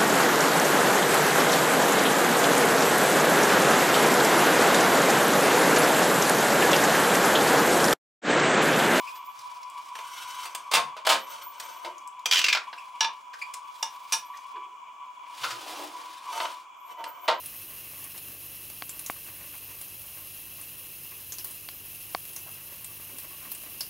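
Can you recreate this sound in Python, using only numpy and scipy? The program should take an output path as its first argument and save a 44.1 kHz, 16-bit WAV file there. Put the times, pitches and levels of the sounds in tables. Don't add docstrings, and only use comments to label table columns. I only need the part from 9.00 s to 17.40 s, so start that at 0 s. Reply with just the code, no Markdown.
import sys
import numpy as np
from scipy import signal
from scipy.io import wavfile
from scipy.ndimage import uniform_filter1d

SR = 44100
rng = np.random.default_rng(int(sys.argv[2]) if len(sys.argv) > 2 else 0)


def put_to_file(sound):
    columns = np.atleast_2d(sound).T
    safe = np.clip(columns, -1, 1)
    whole_steps = np.round(safe * 32767)
    wavfile.write(sys.argv[1], SR, whole_steps.astype(np.int16))


N = 370440
TAIL = np.arange(SR // 2) / SR

# frequency in Hz, level in dB, t60 (time to fall 60 dB) in seconds.
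SHUT_TIN_MODES = [(540, -8, 0.41), (622, 4.5, 0.15), (662, 0, 0.2), (780, 4, 0.078), (900, -22, 0.15),
                  (920, 6.5, 0.13), (1028, -4, 0.21), (1183, -24, 0.14), (1298, 5, 0.12),
                  (1980, -2.5, 0.44), (2480, -17, 0.23), (3040, -5, 0.39), (3430, -10, 0.1)]
# frequency in Hz, level in dB.
CLACK_SPECTRUM = [(40, -39), (200, -35), (320, -13.5), (600, -5), (1200, 1), (1800, 1.5), (2600, 2.5),
                  (5200, 0.5), (7500, -8.5), (9500, -18.5), (16000, -21.5)]
# frequency in Hz, spectral density in dB.
SCRAPE_SPECTRUM = [(100, -19.5), (400, -15.5), (1000, 7.5), (1800, 1), (3000, 5.5), (4000, 3.5),
                   (5500, -0.5), (7500, -4.5), (10000, -6), (14000, -13), (16000, -9.5)]


def tin_knocks():
    # start in seconds, level in dB, hardness as treble in dB, rattle length in seconds.
    knocks = [(.953, -36, -2, 0.026), (.988, -36, -4, 0.031), (1.454, -36.5, 5.5, 0.079),
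              (1.549, -31, 10.5, 0.029), (1.713, -27.5, 0, 0.35), (1.736, -18, 2.5, 0.12),
              (1.749, -17.5, 0, 0.12), (1.769, -23.5, -12, 0.097), (1.966, -41, -6.5, 0.15),
              (2.05, -34, -2, 0.15), (2.067, -25.5, 7.5, 0.054), (2.071, -16.5, -9.5, 0.034),
              (2.090, -18.5, 0, 0.11), (2.098, -19, 0, 0.18), (2.120, -22, -3.5, 0.17),
              (2.599, -34, 8, 0.037), (2.847, -34.5, -7, 0.091), (7.401, -28.5, -18, 0.048),
              (7.451, -31.5, -14, 0.052), (8.040, -33, -2.5, 0.02), (8.279, -25, -7.5, 0.047),
              (8.283, -21, -16, 0.15)]
    # frequency in Hz, level in dB, t60 in seconds.
    open_modes = [(530.4, -7, 0.3), (722, 2, 0.11), (890, 1.5, 0.18), (1075, 5.5, 0.38), (1528, -11, 0.21),
                  (2035, -9, 0.29), (2660, -4, 0.19), (3600, -1, 0.16), (4670, -2.5, 0.2)]
    # frequency in Hz, level in dB.
    fine_spectrum = [(40, -72), (200, -19.5), (400, -7.5), (600, -2), (1000, 4), (1700, 0), (2900, 1.5),
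                     (4600, -1), (5600, -6), (9000, -9), (12000, -16), (16000, -18)]
    shut_s = 1.9
    out = np.zeros(N)
    for s, db, treble_db, rattle_s in knocks:
        freedom = np.clip(rattle_s / 0.09, .2, 1)
        ring = amp(-3.5) * ringing(open_modes if s < shut_s else SHUT_TIN_MODES, freedom)
        force = blow(rattle_s, rise_s=0.00031, contact_s=0.0027)
        clash = body(force, curve(fine_spectrum))
        bass_db = 0.4 - 0.41 * treble_db
        add(out, s, touch(clash + ring, db, bass_db, treble_db))
    return out


def tin_sliding():
    # firmest push, build-up and run-out in seconds, relative hiss and drone in dB.
    drags = [(.96, 0.025, 0.4, -53, -55.5), (1.2, 0.35, 0.52, -46.5, -86), (1.44, 0.39, 0.084, -47, -84),
             (1.51, 0.075, 0.27, -55, -51), (2.33, 0.11, 0.17, -46.5, -45.5),
             (2.64, 0.15, 0.38, -49.5, -45), (2.87, 0.038, 0.031, -67, -37), (7.395, 0.13, 0.11, -41, -34),
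             (7.91, 0.057, 0.045, -58.5, -45), (8.005, .04, 0.026, -78, -32.5),
             (8.055, 0.042, 0.071, -61, -38.5), (8.26, 0.34, 0.065, -65, -47.5)]
    # frequency in Hz, level in dB.
    drive_spectrum = [(60, -50), (200, -19), (400, -15), (650, 2.5), (900, 1.5), (1400, -12), (3000, -12),
                      (8000, -40.5)]
    slips = friction(grain_db=5.5, judder_db=2.5, ring=1.0)
    hiss = amp(3.0) * body(slips, curve(SCRAPE_SPECTRUM))
    drive = body(slips, curve(drive_spectrum))
    response = signal.fftconvolve(drive, ringing(SHUT_TIN_MODES, freedom=.3))[:N]
    drone = amp(-1.5) * drive + unit_rms(response)
    return hiss * strokes(drags, column=3) + amp(-4.0) * drone * strokes(drags, column=4)


def round_sharpener():
    # start in seconds, level in dB.
    clacks = [(3.257, -23), (3.3115, -17), (3.324, -17.5), (3.333, -18.5), (3.344, -21), (3.356, -20),
              (3.370, -20.5), (3.380, -19), (3.390, -17.5), (3.414, -24), (3.4416, -15.5), (3.463, -23),
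              (3.484, -16), (3.499, -24), (3.527, -15), (3.549, -21), (3.571, -27.5), (3.729, -35)]
    # time in seconds, cavity pitch in Hz,
    # then bass, treble and shell ring in dB.
    settling = [(3.257, 3200, 4.5, 10.5, 1.5), (3.311, 3320, -6.5, 6, -6), (3.527, 2320, -9, -2, -9),
                (3.549, 1420, 3, -3, -16), (3.729, 1470, 7.5, -23, -30)]
    # frequency in Hz, level in dB, t60 in seconds.
    shell_modes = [(2440, -4.5, 0.11), (3240, -12, .07), (4690, -6, .06), (5750, -10, 0.065),
                   (6040, -1, 0.032)]
    out = np.zeros(N)
    times, *columns = np.transpose(settling)
    for s, db in clacks:
        hz, bass_db, treble_db, ring_db = (np.interp(s, times, column) for column in columns)
        force = blow(rattle_s=0.044, rise_s=0.00012, contact_s=0.0023)
        clack = body(force, peaked_clack(hz, peak_db=9.0, width=0.11))
        ring = amp(ring_db) * ringing(shell_modes)
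        add(out, s, touch(clack + ring, db, bass_db, treble_db))
    return out


def heart_sharpener():
    # start in seconds, relative level, bass and treble in dB, rattle length in seconds.
    clacks = [(4.0068, -19.5, -2.5, -5, 0.04), (4.027, -26.5, -0.5, -10, 0.05),
              (4.045, -23.5, 5, -14, 0.037), (4.8272, -28, 5, 6.5, 0.025), (5.1228, -28, 1, 14.5, 0.11),
              (5.134, -27, -1.5, 1, 0.055)]
    # frequency in Hz, width in Hz, level in dB.
    resonances = [(902, 87, 0), (1040, 60, -5), (1698, 46, -3), (2470, 520, -8), (2860, 110, -0.5),
                  (3620, 145, 0), (4030, 89, -3.5), (5500, 260, -4), (5755, 220, 0.5), (7200, 200, -29),
                  (9300, 770, -22)]
    # frequency in Hz, level in dB.
    fine_spectrum = [(40, -63), (250, -32), (600, -17.5), (1400, -13), (1900, -18.5), (3200, -13),
                     (5000, -10.5), (8000, -21.5), (16000, -37)]
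    power = amp(curve(fine_spectrum)) ** 2
    for hz, width, db in resonances:
        power += amp(db) ** 2 / (1 + (2 * (bins() - hz) / width) ** 2) ** 1.94
    out = np.zeros(N)
    for s, db, bass_db, treble_db, rattle_s in clacks:
        force = blow(rattle_s, rise_s=0.000067, contact_s=0.0029)
        clack = body(force, 10 * np.log10(power))
        add(out, s, touch(clack, db + 3.5, bass_db, treble_db))
    return out


def card_sliding():
    # firmest push, build-up and run-out in seconds, relative hiss and flutter in dB.
    pushes = [(6.45, 0.15, 0.18, -41, -75), (6.75, 0.34, 0.28, -45, -47), (7.1, 0.95, 0.17, -56, -67),
              (7.52, 0.77, 0.12, -51, -67)]
    # frequency in Hz, level in dB.
    flutter_spectrum = [(40, -24), (120, -31), (220, -17), (320, 7), (450, -2), (800, 6.5), (1400, -10),
                        (3000, -18)]
    hiss = amp(3.5) * body(friction(grain_db=4.5, judder_db=1.9), curve(SCRAPE_SPECTRUM))
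    flutter = amp(4.0) * body(friction(grain_db=-4, judder_db=3.3), curve(flutter_spectrum))
    return hiss * strokes(pushes, column=3) + flutter * strokes(pushes, column=4)


def skin_rubs():
    # firmest push, build-up and run-out in seconds, relative level in dB.
    rubs = [(.115, 0.26, 0.12, -51.5), (.47, 0.36, 0.33, -55.5), (.85, 0.38, 0.16, -58.5),
            (3.8, 1, 0.94, -62), (4.38, 0.068, 0.53, -58), (4.8, .2, 1, -57), (5.1, 0.049, 0.2, -50),
            (5.44, 0.089, 0.15, -60)]
    # frequency in Hz, gain in dB.
    skin_dip = [(700, 2.5), (1700, 0), (3000, -1), (5000, 3)]
    scrape = body(friction(grain_db=0.5, judder_db=3.0), curve(SCRAPE_SPECTRUM) + curve(skin_dip))
    return amp(1.5) * scrape * strokes(rubs, column=3)


def ticks():
    # start in seconds, level in dB, treble in dB, length in seconds, pitch in Hz.
    catches = [(.389, -49, 19, 0.024, 4940), (0.63, -45, 9, 0.017, 5200), (0.699, -54, 23, 0.0069, 8500),
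               (2.981, -53, 18, 0.012, 6400), (3.074, -56, 24.5, .013, 8100), (3.193, -46, 12, 0.013, 3500),
               (4.331, -41, 0, .053, 1720), (4.537, -37, 11, 0.028, 9200), (5.37, -50, 15, 0.028, 5470),
               (5.555, -51, -31, 0.049, 1610), (6.258, -54.5, -7, 0.044, 2530),
               (6.432, -26, -6.5, 0.067, 1320), (6.498, -34, 6, 0.092, 1310)]
    out = np.zeros(N)
    for s, db, treble_db, length_s, hz in catches:
        force = blow(length_s, rise_s=0.067 * length_s, contact_s=0.19 * length_s)
        tick = body(force, peaked_clack(hz, peak_db=11.5, width=0.18))
        add(out, s, touch(tick, db, bass_db=-0.27 * treble_db, treble_db=treble_db))
    return out


def squeaks():
    # start in seconds, level in dB, pitch in Hz, length in seconds.
    slips = [(.06, -40.5, 2493, 0.046), (3.773, -41.5, 2584, 0.027), (4.411, -31, 2400, 0.025),
             (5.329, -49, 1874, 0.033)]
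    out = np.zeros(N)
    for s, db, hz, length_s in slips:
        samples = int(np.ceil(length_s * SR))
        jitter = unit_rms(uniform_filter1d(rng.standard_normal(samples), size=40))
        turns = np.cumsum(hz * (1 + 0.057 * jitter)) / SR
        tone = sum(np.sin(2 * np.pi * k * turns) / k ** 2.13 for k in range(1, 6))
        add(out, s, amp(db) * unit_rms(tone) * np.hanning(samples))
    return out


def bumps():
    # start in seconds, level in dB, pitch in Hz, t60 in seconds.
    thuds = [(0.364, -66.5, 125, 0.066), (1.737, -46, 155, 0.2), (2.851, -45.5, 350, 0.12),
             (2.866, -37, 626, .07), (5.529, -54.5, 397, 0.56), (6.399, -57.5, 135, 0.24),
             (6.433, -42, 550, 0.16), (6.50, -58, 129, 0.13)]
    out = np.zeros(N)
    for s, db, hz, t60 in thuds:
        band_db = -30 * np.log10(1 + ((bins() - hz) / (0.16 * hz)) ** 2).clip(0, 3)
        add(out, s, amp(db) * body(blow(t60, rise_s=0.011, contact_s=0.007), band_db))
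    return out


def fan():
    # frequency in Hz, width in Hz, level in dB.
    resonances = [(992.1, 29.4, -46.5), (1136.7, 30, -52), (1064, 27, -56.5), (1016, 160, -52),
                  (2346, 290, -60), (2950, 390, -65.5), (3360, 120, -66.5)]
    hz, whine = np.fft.fftfreq(N, 1 / SR), np.zeros(N)
    for centre, width, db in resonances:
        spectrum = np.fft.fft(rng.standard_normal(N)) / (1 + (2 * (hz - centre) / width) ** 2) ** 1.04
        band = np.fft.ifft(spectrum)
        whine += amp(db) * unit_rms(band.real / (abs(band) + 1e-9) ** 0.04)
    easing_db = 5 * np.exp(-np.arange(N) / SR / 0.49)
    swell_db = 0.96 * drift(size=round(0.32 * SR))
    draught_db = 2.2 * drift(size=1500)
    return whine * amp(easing_db + swell_db + draught_db)


def electrical_whistle():
    # midpoint in seconds, level in dB.
    bouts = [(-.02, -58), (2.52, -59), (5.031, -67), (8.15, -59.5)]
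    bout_s, low_hz, rise_hz = .78, 12280, 1700
    arch, gain = np.zeros(N), np.zeros(N)
    for s, db in bouts:
        bout = np.maximum(1 - (2 * (np.arange(N) / SR - s) / bout_s) ** 2, 0)
        arch += bout
        gain += amp(db) * np.sqrt(bout)
    waver = 1 + .005 * drift(size=80) + .016 * drift(size=2500)
    turns = np.cumsum((low_hz + rise_hz * arch) * waver) / SR
    tones = (np.sin(2 * np.pi * ratio * turns) for ratio in (1, 1.07))
    return gain * sum(unit_rms(amp(7.2 * drift(size=1400)) * tone) for tone in tones)


def background():
    # frequency in Hz, spectral density in dB.
    hush_spectrum = [(25, -13), (100, -19.5), (240, 2), (500, -0.5), (700, 12), (1300, 16.5), (1900, -5),
                     (3000, 6.5), (4200, -9), (7000, 0.5), (10500, -17.5), (16000, -11)]
    common, apart = (fan() + amp(-59.5) * body(rng.standard_normal(N), curve(hush_spectrum))
                     for _ in range(2))
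    return common * amp([[.7], [-.7]]) + amp(-7.5) * apart * np.array([[1], [-1]])


def room_response():
    # frequency in Hz, t60 in seconds.
    decay_times = [(150, 0.51), (500, 0.27), (1400, 0.26), (4000, 0.2), (10000, 0.18), (16000, 0.079)]
    reflections = rng.standard_normal(len(TAIL)) * (rng.random(len(TAIL)) < .15)
    hz, t, bands = signal.stft(reflections, SR, nperseg=256)
    decay = np.exp(-np.log(1000) * t / curve(decay_times, hz)[:, None])
    tail = signal.istft(bands * decay, SR, nperseg=256)[1][:len(TAIL)]
    tail *= np.clip(TAIL / 0.0015 - 1, 0, 1)
    return tail / np.linalg.norm(tail)


def blow(rattle_s, rise_s, contact_s):
    dying = np.exp(-np.log(1000) * np.maximum(TAIL - contact_s, 0) / max(rattle_s, .003))
    return rng.standard_normal(len(TAIL)) * dying * (1 - np.exp(-TAIL / rise_s))


def ringing(modes, freedom=1):
    hz, db, t60 = np.transpose(modes)[:, :, None]
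    decay = np.exp(-np.log(1000) * TAIL / (t60 * freedom))
    ring = amp(db) * decay * np.sin(2 * np.pi * (hz * TAIL + rng.random(hz.shape)))
    return ring.sum(0) / np.linalg.norm(amp(db)) * (1 - np.exp(-TAIL / 0.001))


def friction(grain_db, judder_db, ring=0):
    grains = np.minimum(uniform_filter1d(rng.exponential(1, N), size=3), 4)
    slips = rng.standard_normal(N) * amp(grain_db * grains + judder_db * drift(size=500))
    fine_modes = rng.standard_normal(len(TAIL)) * np.exp(-TAIL / 0.0051)
    return unit_rms(unit_rms(slips) + ring * unit_rms(signal.fftconvolve(slips, fine_modes)[:N]))


def strokes(rows, column):
    t = np.arange(0, N, 32) / SR
    power = np.zeros(len(t))
    for row in rows:
        s, build_s, run_out_s = row[:3]
        away = np.maximum((s - t) / build_s, (t - s) / run_out_s)
        power += amp(row[column] - 20 * away ** 1.39) ** 2
    return np.interp(np.arange(N) / SR, t, np.sqrt(power))


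def touch(sound, db, bass_db, treble_db):
    tilt = [(150, 0.0039), (600, bass_db), (1000, bass_db), (1900, 0), (4200, 0), (9000, treble_db)]
    return amp(db) * colour(sound, curve(tilt))


def peaked_clack(hz, peak_db, width):
    return curve(CLACK_SPECTRUM) + peak_db / (1 + ((bins() - hz) / (width * hz)) ** 2)


def body(x, db):
    return colour(x, db - 10 * np.log10(np.mean(amp(db) ** 2)))


def colour(x, db):
    log_gain = np.log(amp(np.concatenate([db, db[-2:0:-1]])))
    taps = np.fft.ifft(np.exp(np.conj(signal.hilbert(log_gain)))).real
    return signal.fftconvolve(x, taps)[:len(x)]


def curve(points, hz=None):
    f, value = np.transpose(points)
    return np.interp(np.log((bins() if hz is None else hz) + 1), np.log(f + 1), value)


def bins():
    return np.fft.rfftfreq(4096, 1 / SR)


def drift(size):
    return unit_rms(uniform_filter1d(uniform_filter1d(rng.standard_normal(N), size), size))


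def unit_rms(x):
    return x / np.sqrt(np.mean(x ** 2) + 1e-20)


def amp(db):
    return 10 ** (np.asarray(db) / 20)


def add(mix, s, sound):
    part = mix[round(s * SR):][:len(sound)]
    part += sound[:len(part)]


def scene():
    # sound, left minus right level in dB.
    sources = [(tin_knocks(), -.6), (round_sharpener(), -.9), (heart_sharpener(), -.7),
               (skin_rubs() + ticks() + squeaks() + bumps(), .1), (tin_sliding() + card_sliding(), .2)]
    direct = sum(x * amp([[pan_db / 2], [-pan_db / 2]]) for x, pan_db in sources)
    mid, side = (signal.fftconvolve(direct.mean(0), room_response())[:N] for _ in range(2))
    side = colour(side, curve([(200, -14), (1000, -12.5), (5000, -15.5), (13000, -32)]))
    return direct + amp(-5.5) * mid + side * np.array([[1], [-1]]) + background() + electrical_whistle()


def record(dry):
    ceiling, low_cut_hz, high_cut_hz = .7, 60, 15900
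    rounded = ceiling * np.tanh(dry / ceiling)
    thin = signal.sosfilt(signal.butter(2, low_cut_hz, "highpass", fs=SR, output="sos"), rounded)
    return signal.oaconvolve(thin, signal.firwin(511, high_cut_hz, window=("kaiser", 9), fs=SR)[None], "same")


dry = scene()
out = record(dry)
put_to_file(out)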